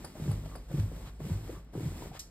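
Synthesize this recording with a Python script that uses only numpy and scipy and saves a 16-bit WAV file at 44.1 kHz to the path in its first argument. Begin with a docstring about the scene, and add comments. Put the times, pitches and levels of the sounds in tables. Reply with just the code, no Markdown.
"""A small room, a close pair of microphones: someone in canvas sneakers bounces four times on a made bed.
The frame is already humming from an earlier push; metal parts clink and a skirt flutters in flight.
At each landing the soles pat the cover, the bedding hisses as the mattress sinks and rises,
and the base thumps and hums on. Cloth drags over cloth, and twice a sole squeaks softly on the way up.
Around the last leap something ticks brightly, loudest at the very end, just after a swish of cloth."""
import sys
import numpy as np
from scipy import signal
from scipy.fft import rfft, irfft
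from scipy.io import wavfile

SR = 44100
rng = np.random.default_rng(int(sys.argv[2]) if len(sys.argv) > 2 else 0)


def transcribe(signal):
    """Save signal, clipped to [-1, 1], as a 16-bit WAV file at the path in sys.argv[1]."""
    frames = np.atleast_2d(signal).T
    limited = np.clip(frames, -1, 1)
    pcm = np.round(limited * 32767).astype(np.int16)
    wavfile.write(sys.argv[1], SR, pcm)


N = 101429
T = np.arange(N) / SR
HZ = np.maximum(np.fft.rfftfreq(N, 1 / SR), 1)


def from_db(db):
    """Decibels to gain."""
    return 10 ** (np.asarray(db) / 20)


def unit_rms(x):
    """Scale to unit power."""
    return x / np.sqrt(np.mean(x ** 2) + 1e-20)


def at_hz(points):
    """Read a table at every frequency, along a log axis."""
    hz, value = np.transpose(points)
    return np.interp(np.log(HZ), np.log(hz), value)


# How alike the two microphones hear a noise. Each row: frequency in Hz, likeness from 0 to 1.
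MIC_LIKENESS = [(100, .998), (300, .97), (700, .86), (1200, .75), (1900, .75), (2600, .58), (4200, .45),
                (6000, .9), (9000, .94), (15000, .9)]

def colour(pair, spectrum):
    """Give two unrelated signals a spectrum and the likeness of left and right; rms 1."""
    mid, side = rfft(pair) * from_db(at_hz(spectrum))
    alike = np.clip(at_hz(MIC_LIKENESS), 0, .9995)
    left_right = np.sqrt(1 + alike) * mid + np.sqrt(1 - alike) * side * [[1], [-1]]
    return unit_rms(irfft(left_right, N))


def noise(spectrum):
    """Smooth stereo noise."""
    return colour(rng.standard_normal((2, N)), spectrum)


def grains(spectrum, per_s, spread_db):
    """Random tiny snaps of uneven size."""
    snaps = rng.random(N) < per_s / SR
    sizes = from_db(spread_db * np.minimum(rng.exponential(1, N), 3))
    return colour(snaps * sizes * rng.choice([-1, 1], (2, N)), spectrum)


def blow(start, rise_s, t60):
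    """Envelope: a smooth rise, then a fall of 60 dB every t60 seconds."""
    age = T - start
    attack = np.sin(np.pi / 2 * np.clip(age / rise_s, 0, 1)) ** 2
    return attack * from_db(-np.clip(60 * (age - rise_s) / t60, 0, 200))


def ring(start, hz, rise_s, t60):
    """A struck resonance."""
    return blow(start, rise_s, t60) * np.sin(2 * np.pi * hz * (T - start))


def swell(middle, half_s, db):
    """Envelope: a bell curve that peaks at db."""
    return from_db(db) * np.exp(-((T - middle) / half_s) ** 2 / 2)


# The room's background. Each row: frequency in Hz, relative level in dB.
AIR_SPECTRUM = [(20, -15), (40, 5), (60, 0), (170, -5.5), (300, -11), (1000, -22), (2500, -30), (6000, -38),
                (15000, -48)]

def room_tone():
    """A faint, low rush at the microphones throughout."""
    return from_db(-55.5) * noise(AIR_SPECTRUM)


# Bounces on the mattress. Each row: touch-down, deepest point and lift-off in seconds,
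# then relative levels in dB of the sinking rustle, the rising rustle and the push on the frame.
BOUNCES = [(-.33, -.2, 0.15, -60, -60, -52.5), (0.136, 0.303, 0.65, -55.5, -61, -40),
           (0.676, .805, 1.128, -56, -60, -42), (1.186, 1.327, 1.624, -55.5, -58.5, -45.5),
           (1.72, 1.874, 2.13, -55.5, -55, -53)]
# The colours of the bedding. Each row: frequency in Hz, relative level in dB.
HISS_SPECTRUM = [(300, 2), (1000, 1.5), (2000, 3.5), (3500, 1.5), (6000, -0.5), (8500, -0.5), (12000, -4.5),
                 (15500, -4)]
RUSTLE_SPECTRUM = [(60, 4), (150, 1), (300, -4), (500, -11), (1000, -17), (1600, -27.5), (3000, -33.5),
                   (8000, -57)]
CRINKLE_SPECTRUM = [(200, -14), (800, 3), (2000, -3), (3800, -6.5), (6000, -14), (15000, -8)]

def bedding():
    """Cloth and padding hiss, rustle and crinkle: one swell as the feet sink, one as they rise."""
    motion = 0
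    for touch, deepest, lift, sink_db, rise_db, _ in BOUNCES:
        sinking_s, rising_s = deepest - touch, lift - deepest
        sink = swell(deepest - 0.02, 0.52 * sinking_s, sink_db)
        rise = swell(deepest + 0.59 * rising_s, 0.27 * rising_s, rise_db)
        landed = np.clip((T - touch) / 0.016, 0, 1)
        not_lifted = (1 - np.tanh((T - lift) / 0.045)) / 2
        motion += landed * not_lifted * np.hypot(sink, rise)
    flatter_motion = motion.max() * (motion / motion.max() + 1e-9) ** 0.88
    hiss = from_db(2.5) * motion * noise(HISS_SPECTRUM)
    rustle = from_db(12.5) * flatter_motion * grains(RUSTLE_SPECTRUM, per_s=900, spread_db=1.5)
    crinkle = from_db(-5) * motion * grains(CRINKLE_SPECTRUM, per_s=640, spread_db=14.5)
    return hiss + rustle + crinkle


# The bed frame's modes. Each row: pitch in Hz, level in dB relative to the push, t60 in seconds.
FRAME_MODES = [(41, -2, 2), (53.57, 2, 2.7), (79, -9, 1), (101.53, 4.5, 0.8), (153.2, -2.5, 1.5)]

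def frame_hum():
    """The deepest point of each bounce sets the frame humming."""
    return sum(from_db(push_db + db) * ring(deepest - 0.01595, hz, rise_s=0.032, t60=t60)
               for _, deepest, _, _, _, push_db in BOUNCES for hz, db, t60 in FRAME_MODES)


# Thumps from under the mattress. Each row: start in seconds, level in dB, pitch in Hz.
BASE_THUMPS = [(0.042, -44, 160), (.193, -36, 172), (.217, -27.5, 148), (.258, -30, 161),
               (0.279, -23.5, 154), (0.29, -21.5, 102.8), (0.307, -37, 189), (.331, -27.5, 103.4),
               (0.387, -52, 103), (0.45, -41, 151), (.702, -34.5, 149), (.737, -22.5, 144),
               (.779, -24, 154.6), (0.787, -37, 60), (0.792, -20, 97.8), (.830, -23, 98),
               (.852, -37.5, 169), (0.909, -41, 158), (1.211, -31.5, 143.7), (1.244, -31, 131.9),
               (1.258, -33.5, 192), (1.302, -25.5, 158.5), (1.311, -24.5, 95.3), (1.351, -35, 48.3),
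               (1.354, -29, 108), (1.426, -42, 102), (1.545, -54.5, 160.3), (1.571, -41, 170),
               (1.751, -34, 176), (1.773, -29, 120), (1.804, -34, 171), (1.827, -27, 127.6),
               (1.854, -26, 149.2), (1.871, -29, 88.7), (1.883, -37.5, 46), (1.905, -46, 91),
               (2.005, -43, 138), (2.048, -52, 162), (2.106, -39.5, 135)]

def base_thumps():
    """The bed base thumps under the load; the lower the pitch, the longer it rings."""
    cycles_to_fade = np.log(1000) * 2.87  # about 20 cycles to fall 60 dB
    return sum(from_db(db) * ring(start, hz, rise_s=0.00554, t60=cycles_to_fade / hz)
               for start, db, hz in BASE_THUMPS)


# Clinks early on. Each row: start in seconds, then rattle, clack and ring levels in dB.
METAL_CLINKS = [(.043, -42, -40, -44), (0.31, -46.5, -45, -53), (0.5517, -48.5, -42.5, -49.5)]
# The metal's modes. Each row: pitch in Hz, level in dB relative to the ring, t60 in seconds.
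METAL_MODES = [(4620, -21, 0.13), (4720, -12, 0.15), (4890, -11.5, 0.23), (4930, -18, 0.13),
               (7560, -21, .04), (9700, -11, .03)]
# The colours of a clink. Each row: frequency in Hz, relative level in dB.
CLACK_SPECTRUM = [(100, -21), (300, 2), (500, 2), (900, 0), (1200, -6), (2000, -16.5), (4000, -31),
                  (15000, -46)]
RATTLE_SPECTRUM = [(1000, 3), (3500, -20), (4900, 6), (5500, -11), (7500, -8), (9000, -2), (9650, 14),
                   (10300, -9), (11500, -7), (15500, -18)]

def metal_clinks():
    """Small metal parts knock: a dull clack, a bright rattle and a thin ring."""
    clack, rattle, out = noise(CLACK_SPECTRUM), noise(RATTLE_SPECTRUM), 0
    for start, rattle_db, clack_db, ring_db in METAL_CLINKS:
        out += from_db(clack_db) * clack * blow(start, rise_s=0.0016, t60=0.094)
        out += from_db(rattle_db) * rattle * blow(start, rise_s=0.0071, t60=0.038)
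        for hz, db, t60 in METAL_MODES:
            out += from_db(ring_db + db) * ring(start, hz, rise_s=0.0071, t60=t60)
    return out


# Flutters in the air above the bed. Each row: middle and half length in seconds, level in dB.
SKIRT_FLUTTERS = [(.115, 0.093, -62), (.655, 0.031, -66), (1.16, 0.091, -68.5), (1.70, .05, -83)]

def skirt_flutters():
    """The skirt flutters in flight, a faint hiss between landings."""
    return noise(HISS_SPECTRUM) * sum(swell(*row) for row in SKIRT_FLUTTERS)


# Pats on the cover. Each row: start in seconds, knock level in dB, pitch in Hz, scuff level in dB.
SOLE_PATS = [(.153, -39, 614, -50), (.168, -45.5, 634, -51), (.197, -33, 296, -47), (0.256, -34, 330, -56),
             (.277, -29.5, 300, -43), (.3095, -41, 792, -49.5), (.436, -45, 317, -49),
             (.458, -45, 650, -45.5), (.699, -47, 330, -46), (.712, -40.5, 538, -43.5),
             (0.743, -28, 310, -48), (.776, -31, 298, -43.5), (0.915, -49, 530, -45),
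             (1.202, -39.5, 304, -41), (1.246, -41.5, 433, -53), (1.296, -33.5, 313, -47.5),
             (1.48, -46.5, 346, -53), (1.493, -36, 390, -49.5), (1.498, -36, 508, -44.5),
             (1.527, -34.5, 305, -59), (1.734, -50, 700, -46.5), (1.751, -30.5, 336, -40.5),
             (1.777, -31.5, 397, -52), (1.805, -29.5, 306, -45.5), (1.836, -36, 294, -46),
             (2.019, -43, 473, -47), (2.022, -41, 933, -53), (2.053, -55, 410, -47.5),
             (2.115, -41.5, 750, -48), (2.150, -44, 754, -52.5)]
# The colour of a scuff. Each row: frequency in Hz, relative level in dB.
SCUFF_SPECTRUM = [(100, -36), (300, 12), (600, 0.5), (1000, -8), (2000, -18), (5000, -37), (15000, -30)]

def sole_pats():
    """A sole meets the cover: a dull knock with a short scuff."""
    knocks, scuffs = 0, 0
    for start, knock_db, hz, scuff_db in SOLE_PATS:
        knocks += from_db(knock_db) * ring(start, hz, rise_s=0.0021, t60=0.035)
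        scuffs += from_db(scuff_db) * blow(start, rise_s=0.0021, t60=0.078)
    return knocks + scuffs * noise(SCUFF_SPECTRUM)


# Swishes at the bed. Each row: middle and half length in seconds, level in dB.
CLOTH_SWISHES = [(.46, 0.0043, -52.5), (0.799, 0.0045, -48.5), (1.074, 0.019, -53.5), (2.151, 0.014, -51),
                 (2.175, 0.011, -55)]
# The colour of dragged cloth. Each row: frequency in Hz, relative level in dB.
DRAG_SPECTRUM = [(200, -12), (500, -2), (800, 3.5), (1400, -0.5), (2200, -2), (3800, -4.5), (5000, -8),
                 (15000, -17)]

def cloth_swishes():
    """Cloth drags briefly over cloth in a dense run of tiny snaps."""
    drag = grains(DRAG_SPECTRUM, per_s=2500, spread_db=1)
    return drag * sum(swell(*row) for row in CLOTH_SWISHES)


# Squeaks on the cover. Each row: middle and half length in seconds, level in dB, middle pitch in Hz.
SOLE_SQUEAKS = [(0.531, 0.021, -53, 1130), (1.558, 0.02, -53.5, 1163)]

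def sole_squeaks(sag_hz_per_s=990, roughness_hz=90):
    """Rubber slips on cloth as a sole lifts off: a rough tone that sags in pitch."""
    lowpass = signal.butter(2, roughness_hz, fs=SR, output="sos")
    roughness = unit_rms(signal.sosfilt(lowpass, rng.standard_normal(N)))
    tones = 0
    for middle, half_s, db, hz in SOLE_SQUEAKS:
        t = T - middle
        cycles = t * (hz - sag_hz_per_s * t / 2)
        tones += swell(middle, half_s, db) * np.sin(2 * np.pi * cycles)
    return roughness * tones


# Ticks around the last leap. Each row: start in seconds, then crack, body and tail levels in dB.
BRIGHT_TICKS = [(1.647, -59, -80, -103), (1.967, -47, -64, -80), (2.192, -41, -40.5, -48.5)]
# The colours of a tick's first instant and its body. Each row: frequency in Hz, relative level in dB.
CRACK_SPECTRUM = [(1000, -25), (5000, -6), (9000, 0), (13000, 2), (15500, 7)]
TICK_SPECTRUM = [(500, -25), (2200, -10), (3200, -4.5), (5200, 5.5), (7000, 3), (8800, 0.5), (11000, -2),
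                 (15500, -13)]

def bright_ticks():
    """Something ticks: a glassy crack, a bright body and a fading tail."""
    crack = grains(CRACK_SPECTRUM, per_s=6700, spread_db=-1)
    body, out = noise(TICK_SPECTRUM), 0
    for start, crack_db, body_db, tail_db in BRIGHT_TICKS:
        out += from_db(crack_db) * crack * blow(start, rise_s=0.0015, t60=0.016)
        out += from_db(body_db) * body * blow(start, rise_s=0.0034, t60=0.058)
        out += from_db(tail_db) * body * blow(start, rise_s=0.0034, t60=0.26)
    return out


def room_reflections(x):
    """The near walls return a short diffuse tail, different at each microphone."""
    tail = noise([(100, -3.5), (16000, -8)]) * blow(0.0052, rise_s=0.0074, t60=0.29)
    tail /= np.sqrt(np.sum(tail ** 2) / 2)
    return from_db(-13) * signal.fftconvolve(x, tail, axes=1)[:, :N]


# Balance across the pair. Each row: frequency in Hz, left minus right level in dB.
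MIC_BALANCE = [(150, 0), (350, 1.2), (700, 1.6), (1400, 1.5), (2800, -.3), (5000, -.5), (8000, 0)]
# Phase across the pair. Each row: frequency in Hz, the left microphone's lead in radians.
MIC_LEAD = [(0, 0), (700, -.4), (1400, -.4), (1900, .2), (2600, 2.2), (4200, 1.7), (5200, 1.8),
            (5950, 3.14), (8000, 6.28), (10300, 9.42), (12600, 12.57), (15000, 15.7)]

def microphone_pair(sound):
    """Two closely spaced microphones hear the bed at slightly unequal levels and times."""
    lead = np.interp(HZ, *np.transpose(MIC_LEAD))
    left_gain = from_db(at_hz(MIC_BALANCE) / 2) * np.exp(.5j * lead)
    return irfft(rfft(sound) * np.array([left_gain, 1 / left_gain]), N)


def scene():
    """From the microphones' place: the light sounds with their reflections, the low ones direct."""
    light = bedding() + metal_clinks() + skirt_flutters() + sole_pats()
    light += cloth_swishes() + sole_squeaks() + bright_ticks()
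    low = room_tone() + frame_hum() + base_thumps()
    return microphone_pair(light + room_reflections(light) + low)


def record(dry):
    """The recorder cuts the deepest bass and the very top."""
    low_cut = signal.butter(4, 33.7, "high", fs=SR, output="sos")
    high_cut = signal.ellip(10, .2, 80, 15800, fs=SR, output="sos")
    return signal.sosfilt(high_cut, signal.sosfilt(low_cut, dry))


dry = scene()
out = record(dry)
transcribe(out)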